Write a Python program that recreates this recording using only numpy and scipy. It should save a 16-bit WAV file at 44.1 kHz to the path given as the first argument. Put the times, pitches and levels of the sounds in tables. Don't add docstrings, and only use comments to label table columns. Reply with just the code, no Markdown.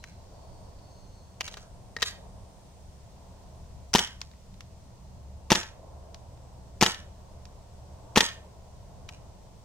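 import sys
import numpy as np
from scipy import signal
from scipy.fft import rfft, irfft, next_fast_len
from scipy.io import wavfile
from scipy.ndimage import uniform_filter1d, map_coordinates

SR = 44100
rng = np.random.default_rng(int(sys.argv[2]) if len(sys.argv) > 2 else 0)


def convert_level_to_amplitude(level_db):
    exponent = np.asarray(level_db, float) / 20
    return 10 ** exponent


def to_wav(sig):
    pcm = np.clip(np.atleast_2d(sig), -1, 1) * 32767
    pcm = np.round(pcm).astype(np.int16)
    wavfile.write(sys.argv[1], SR, pcm.T)


N = 425124

# blast_s, valve_pop_lead_s, lawn_echo_delay_s
SHOTS = [
    (3.9503, .0108, .0052),
    (5.5180, .0136, .0057),
    (6.8253, .0137, .0057),
    (8.1734, .0136, .0047),
]
# freq_hz, level_db
CLACK = [(300, -22.5), (900, -6), (2000, -5.5), (3300, -4.5), (4300, -6), (6300, -5.5), (7800, -14),
         (10000, -37)]
# freq_hz, level_db
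KNOCK = [(300, -27), (800, 0.5), (1800, -1), (3000, -30.5)]
SECOND_POP_S = .0055


def shots():
    # pitch_hz, share_of_peak, t60_s, phase (0 cosine, 1 sine)
    barrel = [(900, .45, .022, 0), (205, .3, .028, 1), (125, .14, .04, 1), (65, .07, .08, 1),
              (430, .17, .012, 0), (2900, .25, .008, 0)]
    # pitch_hz, share_of_peak, t60_s, phase (0 cosine, 1 sine)
    valve = [(450, .15, .025, 0), (230, .15, .035, 1), (2500, .9, .0025, 0)]
    # blast_db, hiss_db, hiss_before_blast_db, pop_db
    charge = [(-4.5, -19.5, -9, -21), (-2.5, -21, 1.5, -8.5), (-3, -18.5, -.5, -7.5),
              (-3.5, -19, -.5, -7.5)]
    # freq_hz, level_db (per Hz)
    gas_colour = [(180, -33.5), (300, -5.5), (1100, -5.5), (1360, -2.5), (1560, -11.5), (1810, -1),
                  (2100, -11), (2840, -4.5), (3890, -6.5), (6100, -8), (8640, -17.5), (13300, -24),
                  (16000, -37.5)]
    out = np.zeros((2, N))
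    ms = np.arange(-SR // 50, SR // 15) * 1000 / SR
    blast, pop = pulse(barrel, rise_s=.00045), pulse(valve, rise_s=.00005)
    both = convert_level_to_amplitude([[.7], [-.7]])
    peak_s = .005
    for (s, lead_s, lawn_s), (blast_db, hiss_db, early_db, pop_db) in zip(SHOTS, charge):
        add(out, s - peak_s, convert_level_to_amplitude(blast_db) * blast * both)
        add(out, s + lawn_s - peak_s, convert_level_to_amplitude(blast_db - 7) * blast * both)
        add(out, s - lead_s - peak_s, convert_level_to_amplitude(pop_db) * pop * both)
        repeats = lead_s > .012
        add(out, s - lead_s + SECOND_POP_S - peak_s, convert_level_to_amplitude(pop_db - 2) * repeats * pop * both)
        snap = contact(.005, 5500, pan_db=4, alike=.75, rise_s=.00006)[2]
        add(out, s + .0007, convert_level_to_amplitude(-10.5) * snap)
        common, left, right = noise(gas_colour, size=(3, len(ms)))
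        gas = (1.1 * common + .5 * np.array([left, right])) * convert_level_to_amplitude([[1.6], [-1.6]])
        turbulence = unit(uniform_filter1d(rng.standard_normal(len(ms)), size=30))
        gas = gas * convert_level_to_amplitude(1.6 * turbulence)
        add(out, s + ms[0] / 1000, gas * convert_level_to_amplitude(hiss_db) * hiss(ms, lead_s, lawn_s, early_db))
    return out


def pulse(columns, rise_s):
    t = np.arange(SR // 10) / SR - .005
    swing, start = 0, 0
    for hz, share, t60_s, sine in columns:
        phase = 2 * np.pi * hz * t
        swing = swing + share * convert_level_to_amplitude(-60 * t / t60_s) * (np.sin(phase) if sine else -np.cos(phase))
        start += 0 if sine else share
    return np.where(t < 0, -start * np.exp(np.minimum(t, 0) / rise_s), swing)


def hiss(ms, lead_s, lawn_s, early_db):
    pop_ms = ms + 1000 * lead_s
    early = puff(pop_ms, t60_ms=14) + puff(pop_ms - 1000 * SECOND_POP_S, t60_ms=14)
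    early += convert_level_to_amplitude(-8) * puff(pop_ms, t60_ms=90)
    late = puff(ms, t60_ms=26) + puff(ms - 1000 * lawn_s, t60_ms=50)
    late += convert_level_to_amplitude(-9) * puff(ms, t60_ms=110)
    return convert_level_to_amplitude(early_db) * early + late


def puff(ms, t60_ms):
    after = np.maximum(ms, 0)
    rise_ms = .4
    return (1 - np.exp(-after / rise_ms)) * convert_level_to_amplitude(-60 * after / t60_ms)


def metal_parts():
    # pitch_hz, level_db, t60_s
    receiver = [(1865, 0, .035), (1960, -10, .02), (1700, -9, .025), (1250, -10, .02), (930, -13, .02),
                (450, -8, .03), (250, -13, .03), (3870, -11, .03)]
    out = np.zeros((2, N))
    for s, db, ring_db, clack_hz, t60_s, pan_db in action():
        t, shape, crack = contact(t60_s, clack_hz, pan_db, alike=.75, rise_s=t60_s / 80)
        crack = crack + convert_level_to_amplitude(-11.5) * shape * noise(KNOCK, size=len(t))
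        ring = 0
        for hz, level_db, life_s in receiver:
            strength_db = level_db + rng.normal(0, 2)
            ring = ring + convert_level_to_amplitude(strength_db - 60 * t / life_s) * np.sin(2 * np.pi * hz * t)
        ring = ring * (1 - np.exp(-t / .0005))
        add(out, s, convert_level_to_amplitude(db - 3.5) * (crack + convert_level_to_amplitude(ring_db - 1.5) * ring))
    return out


def action():
    # start_s,
    # peak_db, receiver_ring_db, clack_hz, t60_s
    handling = [(.029, -54, -10.5, 2500, .025), (.0396, -35, -14, 2000, .025),
                (.7894, -57, -18, 4450, .025), (1.404, -38.5, -12, 2960, .025),
                (1.4079, -19, -12, 2600, .022), (1.4134, -30, -26, 3140, .025),
                (1.478, -29, -29, 3700, .025), (1.4825, -35, -18, 4000, .03),
                (1.5231, -44, -20, 3000, .025), (1.5405, -32.5, -14, 3220, .02),
                (1.5695, -36.5, -14, 1200, .055), (1.9652, -30, 10, 5000, .028),
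                (1.9864, -50, 16, 2640, .025), (1.9985, -46, -6, 6300, .02), (2.005, -41, -29, 2500, .07),
                (2.020, -19.5, -6, 3500, .04), (2.0257, -12.5, -3, 3500, .03),
                (2.0365, -29, -4.5, 3850, .025), (3.937, -17, -20, 6000, .03),
                (9.0858, -47, -22, 4000, .03), (9.0891, -34, -10, 2700, .03)]
    # sear_before_pop_s, sear_db, hammer_snap_db
    trigger = [(.0065, -26, -3), (.0024, -27.5, -12), (.0037, -33.5, -12), (.0039, -32.5, -12)]
    # home_after_blast_s, home_db, magazine_brush_before_home_s, brush_db, rebound_after_home_s
    bolt = [(.0400, -13, .0071, -16, .0824), (.0364, -14.5, .0035, -16.5, .0766),
            (.0370, -12.5, .0069, -21.5, .0824), (.0324, -7.5, .0010, -25, .0793)]
    # receiver_ring_db, clack_hz, t60_s, left_right_db
    sear, hammer, magazine = (-24, 5000, .02, 1.5), (-30, 5500, .005, 4), (-12, 5300, .009, 0)
    slam, rebound = (-7, 3300, .027, 1), (-12, 3400, .025, 5)
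    hands_pan_db, rebound_db = 1.5, -33
    rows = [(*row, hands_pan_db) for row in handling]
    for (s, lead_s, _), (sear_s, sear_db, snap_db), moves in zip(SHOTS, trigger, bolt):
        home_s, home_db, brush_s, brush_db, back_s = moves
        pop, home = s - lead_s, s + home_s
        rows += [(pop - sear_s, sear_db, *sear), (pop, snap_db, *hammer)]
        rows += [(home - brush_s, brush_db, *magazine), (home, home_db, *slam)]
        rows += [(home + back_s, rebound_db, *rebound)]
    return rows


def contact(t60_s, clack_hz, pan_db, alike, rise_s):
    # freq_hz, level_db
    sizzle = [(5000, -39), (7500, 1), (11000, 2), (15000, -6)]
    t = np.arange(SR // 16) / SR
    shape = convert_level_to_amplitude(-60 * t / np.clip(t60_s, .004, .07)) * (1 - np.exp(-t / rise_s))
    size = (3, len(t))
    layers = noise(CLACK, size) + convert_level_to_amplitude(-15.5) * noise(sizzle, size)
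    layers += .9 * narrow(clack_hz, width_hz=600, size=size)
    pair = alike * layers[0] + np.sqrt(1 - alike ** 2) * layers[1:]
    return t, shape, shape * pair * convert_level_to_amplitude([[pan_db / 2], [-pan_db / 2]])


def pellets():
    # start_s, peak_db, knock_db, clack_hz
    strikes = [
        (4.2064, -47, -20, 7500),
        (4.2152, -28, -25, 5000),
        (4.3141, -50, -20, 4000),
        (4.336, -60, 7, 2000),
        (4.5416, -50.5, -17, 4160),
        (4.607, -38, -12, 2500),
        (6.1448, -38, -24, 4900),
        (6.3744, -59, 2, 2600),
        (7.4541, -44, -29, 5330),
    ]
    out = np.zeros((2, N))
    for s, db, knock_db, clack_hz in strikes:
        t, shape, crack = contact(.014, clack_hz, pan_db=1, alike=.55, rise_s=.00005)
        fade = np.cos(np.pi / 2 * t / t[-1])
        scatter = convert_level_to_amplitude(-18 - 60 * t / .14) * fade * noise(CLACK, size=(2, len(t)))
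        knock = convert_level_to_amplitude(knock_db) * shape * noise(KNOCK, size=len(t))
        add(out, s, convert_level_to_amplitude(db - 1) * (crack + scatter + knock))
    return out


def sent_to_walls(gas, metal, hits):
    # freq_hz, level_db
    muzzle_away = [(200, -1), (2000, 0), (5000, -5), (16000, -5)]
    # freq_hz, level_db
    ring_away = [(1600, 0), (1865, -7), (2150, 0), (3000, 0), (3600, -3), (4400, 0)]
    blast = filtered(gas[0], lambda hz: convert_level_to_amplitude(along(muzzle_away, hz)))
    ring = filtered(metal[0], lambda hz: convert_level_to_amplitude(along(ring_away, hz)))
    return blast + ring + convert_level_to_amplitude(-14) * hits[0]


def yard_echo(sent):
    # freq_hz, t60_s
    yard_decay = [(60, 0.16), (300, .2), (1000, .3), (1700, 0.35), (4000, 0.29), (10000, 0.27),
                  (16000, .25)]
    # freq_hz, level_db
    wall_colour = [(60, -13.5), (250, -9.5), (700, -6.5), (1300, -2.5), (1650, 3), (2300, -3), (3400, -.5),
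                   (4500, -1), (6400, 0.5), (8500, -1), (15000, 2)]
    echo_s = [.022, .0345, .0455, .0562, .083]
    echo_db = [-24, -14, -14, -13.5, -25]
    out = np.zeros((2, N + 2 * SR))
    hop, size = SR // 2, 2 * SR // 5
    slap = np.array([1, -.1, -.2, -.2])
    slap = slap / np.linalg.norm(slap)
    for at in range(0, N, hop):
        if np.abs(sent[at:at + hop]).max() < 1e-4:
            continue
        hz, t, z = signal.stft(rng.standard_normal((3, size)), SR, nperseg=128)
        rise = np.clip((t - .012) / .055, 0, 1)
        fall_db = along(wall_colour, hz)[:, None] - 60 * t / along(yard_decay, hz)[:, None]
        tail = signal.istft(z * rise * convert_level_to_amplitude(fall_db), SR, nperseg=128)[1]
        tail *= convert_level_to_amplitude(-16.5) / np.linalg.norm(tail[0])
        for s, db in zip(echo_s, echo_db):
            add(tail[0], s, convert_level_to_amplitude(db) * slap)
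        wall = np.array([np.roll(tail[0], 5), tail[0]])
        pair = (wall + .97 * tail[1:]) * convert_level_to_amplitude([[-.8], [.8]])
        add(out, at / SR, signal.fftconvolve(sent[None, at:at + hop], pair, axes=1))
    return out[:, :N]


def traffic():
    # closest_s, half_width_s, rumble_db
    trucks = [(0, .2, -51), (.75, .25, -50), (2.05, .45, -49), (3.75, .35, -48.5), (5.15, .25, -49),
              (6.7, .45, -49), (7.5, .3, -51), (9.1, .3, -49)]
    # closest_s, half_width_s, tyre_roar_db
    cars = [(.52, .25, -55), (1.4, .3, -62), (2.2, .25, -57), (3.35, .25, -59), (4.8, .15, -63),
            (5.95, .3, -54.5), (7.05, .3, -58), (8.1, .3, -55), (9.1, .25, -57)]
    # freq_hz, level_db (per Hz)
    rumble = [(8.8, -32), (15, -2), (76, -2), (97, -2), (156, -10.5), (190, -9.5), (215, -17), (237, -16),
              (313, -24.5), (420, -25), (550, -47), (920, -120)]
    # freq_hz, level_db (per Hz)
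    roar = [(180, -36), (300, -4), (313, -9.5), (667, 0.5), (793, -5.5), (924, -4), (1080, -8), (1230, -18),
            (1700, -25), (2210, -57), (3740, -120)]
    engines = np.hypot(convert_level_to_amplitude(-53), convert_level_to_amplitude(-2.5) * swells(trucks)) * rush(rumble, patchy_db=.93)
    tyres = np.hypot(convert_level_to_amplitude(-62.5), swells(cars)) * convert_level_to_amplitude(.53 * wobble(4.4)) * rush(roar, patchy_db=.8)
    return engines + tyres


def leaves():
    # freq_hz, level_db (per Hz)
    rustle = [(760, -29), (1300, -2.5), (1660, -7.5), (1820, -4), (2230, -6), (3510, -5), (5940, -3),
              (6890, -5), (8160, -6), (10400, -14.5), (14000, -21), (15200, -19), (16200, -30.5)]
    return convert_level_to_amplitude(-64.5 + .4 * wobble(.7)) * rush(rustle, patchy_db=.2)


def machine():
    # middle_s, half_width_s, level_db
    low_hum = [(0, .15, -49), (.7, .2, -56), (1.9, .2, -58), (2.6, .1, -54), (2.95, .1, -55),
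               (3.95, .3, -49), (4.55, .2, -54), (5.4, .2, -49), (6.3, .5, -50), (7.6, .6, -50),
               (8.4, .2, -50), (9.2, .3, -54)]
    # middle_s, half_width_s, level_db
    high_hum = [(0, .2, -60), (3, .3, -64), (4.05, .08, -55), (4.9, .1, -58), (5.75, .25, -58),
                (6.6, .2, -53), (7.45, .25, -58), (8.15, .15, -52), (8.85, .1, -61)]
    # pitch_hz, level_db (rms)
    tones = [
        (188.4, -65.5),
        (14777, -92),
    ]
    hum = swells(low_hum) * convert_level_to_amplitude(2.2 * wobble(4.2) - 3.5) * drone(72, drift_hz=2.8)
    hum += swells(high_hum) * convert_level_to_amplitude(1.5 * wobble(4.2) - 2.5) * drone(123, drift_hz=2.5)
    t = np.arange(N) / SR
    for hz, db in tones:
        hum += convert_level_to_amplitude(db + 1.2 * wobble(3.6)) * np.sqrt(2) * np.sin(2 * np.pi * hz * t)
    return hum


def drone(hz, drift_hz):
    return np.sqrt(2) * np.sin(2 * np.pi * np.cumsum(hz + drift_hz * wobble(4.6)) / SR)


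def insects():
    # start_s, end_s, pitch_hz, level_db
    singers = [(-.7, .35, 4043, -72.5), (.1, .9, 4447, -77.5), (.6, 1.45, 4447, -75), (.7, 1.45, 4170, -77),
               (.75, 1.4, 6393, -77), (.4, .75, 8615, -79), (.7, 1.45, 8062, -81), (.9, 1.3, 6060, -82)]
    # start_s, end_s, pitch_hz, width_hz, level_db
    chorus = [(-.8, 1.45, 4800, 1200, -69.5), (1.0, 3.5, 8300, 200, -76.5), (1.0, 3.5, 9100, 400, -75.5),
              (4.25, 5.45, 4200, 80, -81), (4.25, 5.1, 5000, 80, -82), (6.1, 6.9, 7950, 70, -76.5),
              (7.4, 8.7, 7900, 70, -76.5), (9.1, 9.9, 5800, 70, -80)]
    wing_hz, wing_db = 101, -2.5
    out = np.zeros((2, N + 2 * SR))

    def swell(start, end):
        return signal.windows.tukey(round((end - start) * SR), .7)

    def line(hz, size):
        pure = np.sin(2 * np.pi * hz * np.arange(size) / SR)
        return 1.2 * pure + .6 * narrow(hz, 25, size)

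    for start, end, hz, db in singers:
        shape = swell(start, end)
        song = line(hz, len(shape)) + convert_level_to_amplitude(wing_db) * line(hz + wing_hz, len(shape))
        add(out, 1 + start, convert_level_to_amplitude(db) * shape * song * convert_level_to_amplitude([[1.5], [-1.5]]))
    for start, end, hz, width_hz, db in chorus:
        shape = swell(start, end)
        here, apart = narrow(hz, width_hz, size=(2, len(shape)))
        add(out, 1 + start, convert_level_to_amplitude(db) * shape * np.array([.8 * here, .8 * apart - .25 * here]))
    return out[:, SR:SR + N]


def swells(rows):
    t = np.arange(N) / SR
    return np.sqrt(sum(convert_level_to_amplitude(db) ** 2 / (1 + ((t - s) / half_s) ** 2) for s, half_s, db in rows))


def rush(spectrum, patchy_db):
    # freq_hz, likeness (-1 to 1)
    likeness = [(25, 0.6), (60, 0.7), (110, 1.0), (200, 0.66), (380, 0.6), (700, 0.56), (1290, 0.17),
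                (2380, 0.12), (4400, -0.056), (8120, -0.08), (15000, 0.45)]
    z = signal.stft(rng.standard_normal((2, N)), nperseg=512)[2]
    field = uniform_filter1d(rng.standard_normal(z.shape[1:]), size=6, axis=0)
    field = uniform_filter1d(field, size=14, axis=1)
    pair = signal.istft(z * convert_level_to_amplitude(patchy_db * unit(field)), nperseg=512)[1][:, :N]

    def mid_side(hz):
        angle = np.arccos(np.clip(along(likeness, hz), -1, 1)) / 2
        return convert_level_to_amplitude(along(spectrum, hz)) * np.array([np.cos(angle), np.sin(angle)])

    mid, side = filtered(pair, mid_side)
    return unit(np.array([mid + side, mid - side]))


def noise(spectrum, size):
    return unit(filtered(rng.standard_normal(size), lambda hz: convert_level_to_amplitude(along(spectrum, hz))))


def narrow(hz, width_hz, size):
    return unit(filtered(rng.standard_normal(size), lambda f: 1 / (1 + ((f - hz) / width_hz) ** 2)))


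def wobble(rate):
    knots = rng.standard_normal(int(N * rate / SR) + 4)
    return map_coordinates(knots, [np.arange(N) * rate / SR])


def filtered(x, response):
    n = x.shape[-1]
    m = next_fast_len(n + 2048)
    return irfft(rfft(x, m) * response(np.fft.rfftfreq(m, 1 / SR)), m)[..., :n]


def along(points, hz):
    f, v = np.transpose(points)
    return np.interp(np.log(hz + 1), np.log(f + 1), v)


def unit(x):
    return x / np.sqrt(np.mean(x ** 2) + 1e-20)


def add(track, s, sound):
    at = round(s * SR)
    track[..., at:at + sound.shape[-1]] += sound


def scene():
    # freq_hz, left_lead_rad
    ports = [(0, 0), (2000, .3), (6000, .7), (8500, 2), (11000, 2), (16000, 1)]
    gas, metal, hits = shots(), metal_parts(), pellets()
    lead = lambda hz: np.exp(.5j * along(ports, hz) * np.array([[1], [-1]]))
    near = filtered(gas + metal + hits, lead)
    echoes = yard_echo(sent_to_walls(gas, metal, hits))
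    return near + echoes + traffic() + leaves() + machine() + insects()


def top_cut(x):
    return signal.sosfilt(signal.butter(12, 16650, fs=SR, output="sos"), x)


def record(dry):
    soft = dry / (1 + np.abs(dry / .95) ** 8) ** (1 / 8)
    mix = filtered(soft, lambda hz: hz < 16100)
    return top_cut(mix)


dry = scene()
out = record(dry)
to_wav(out)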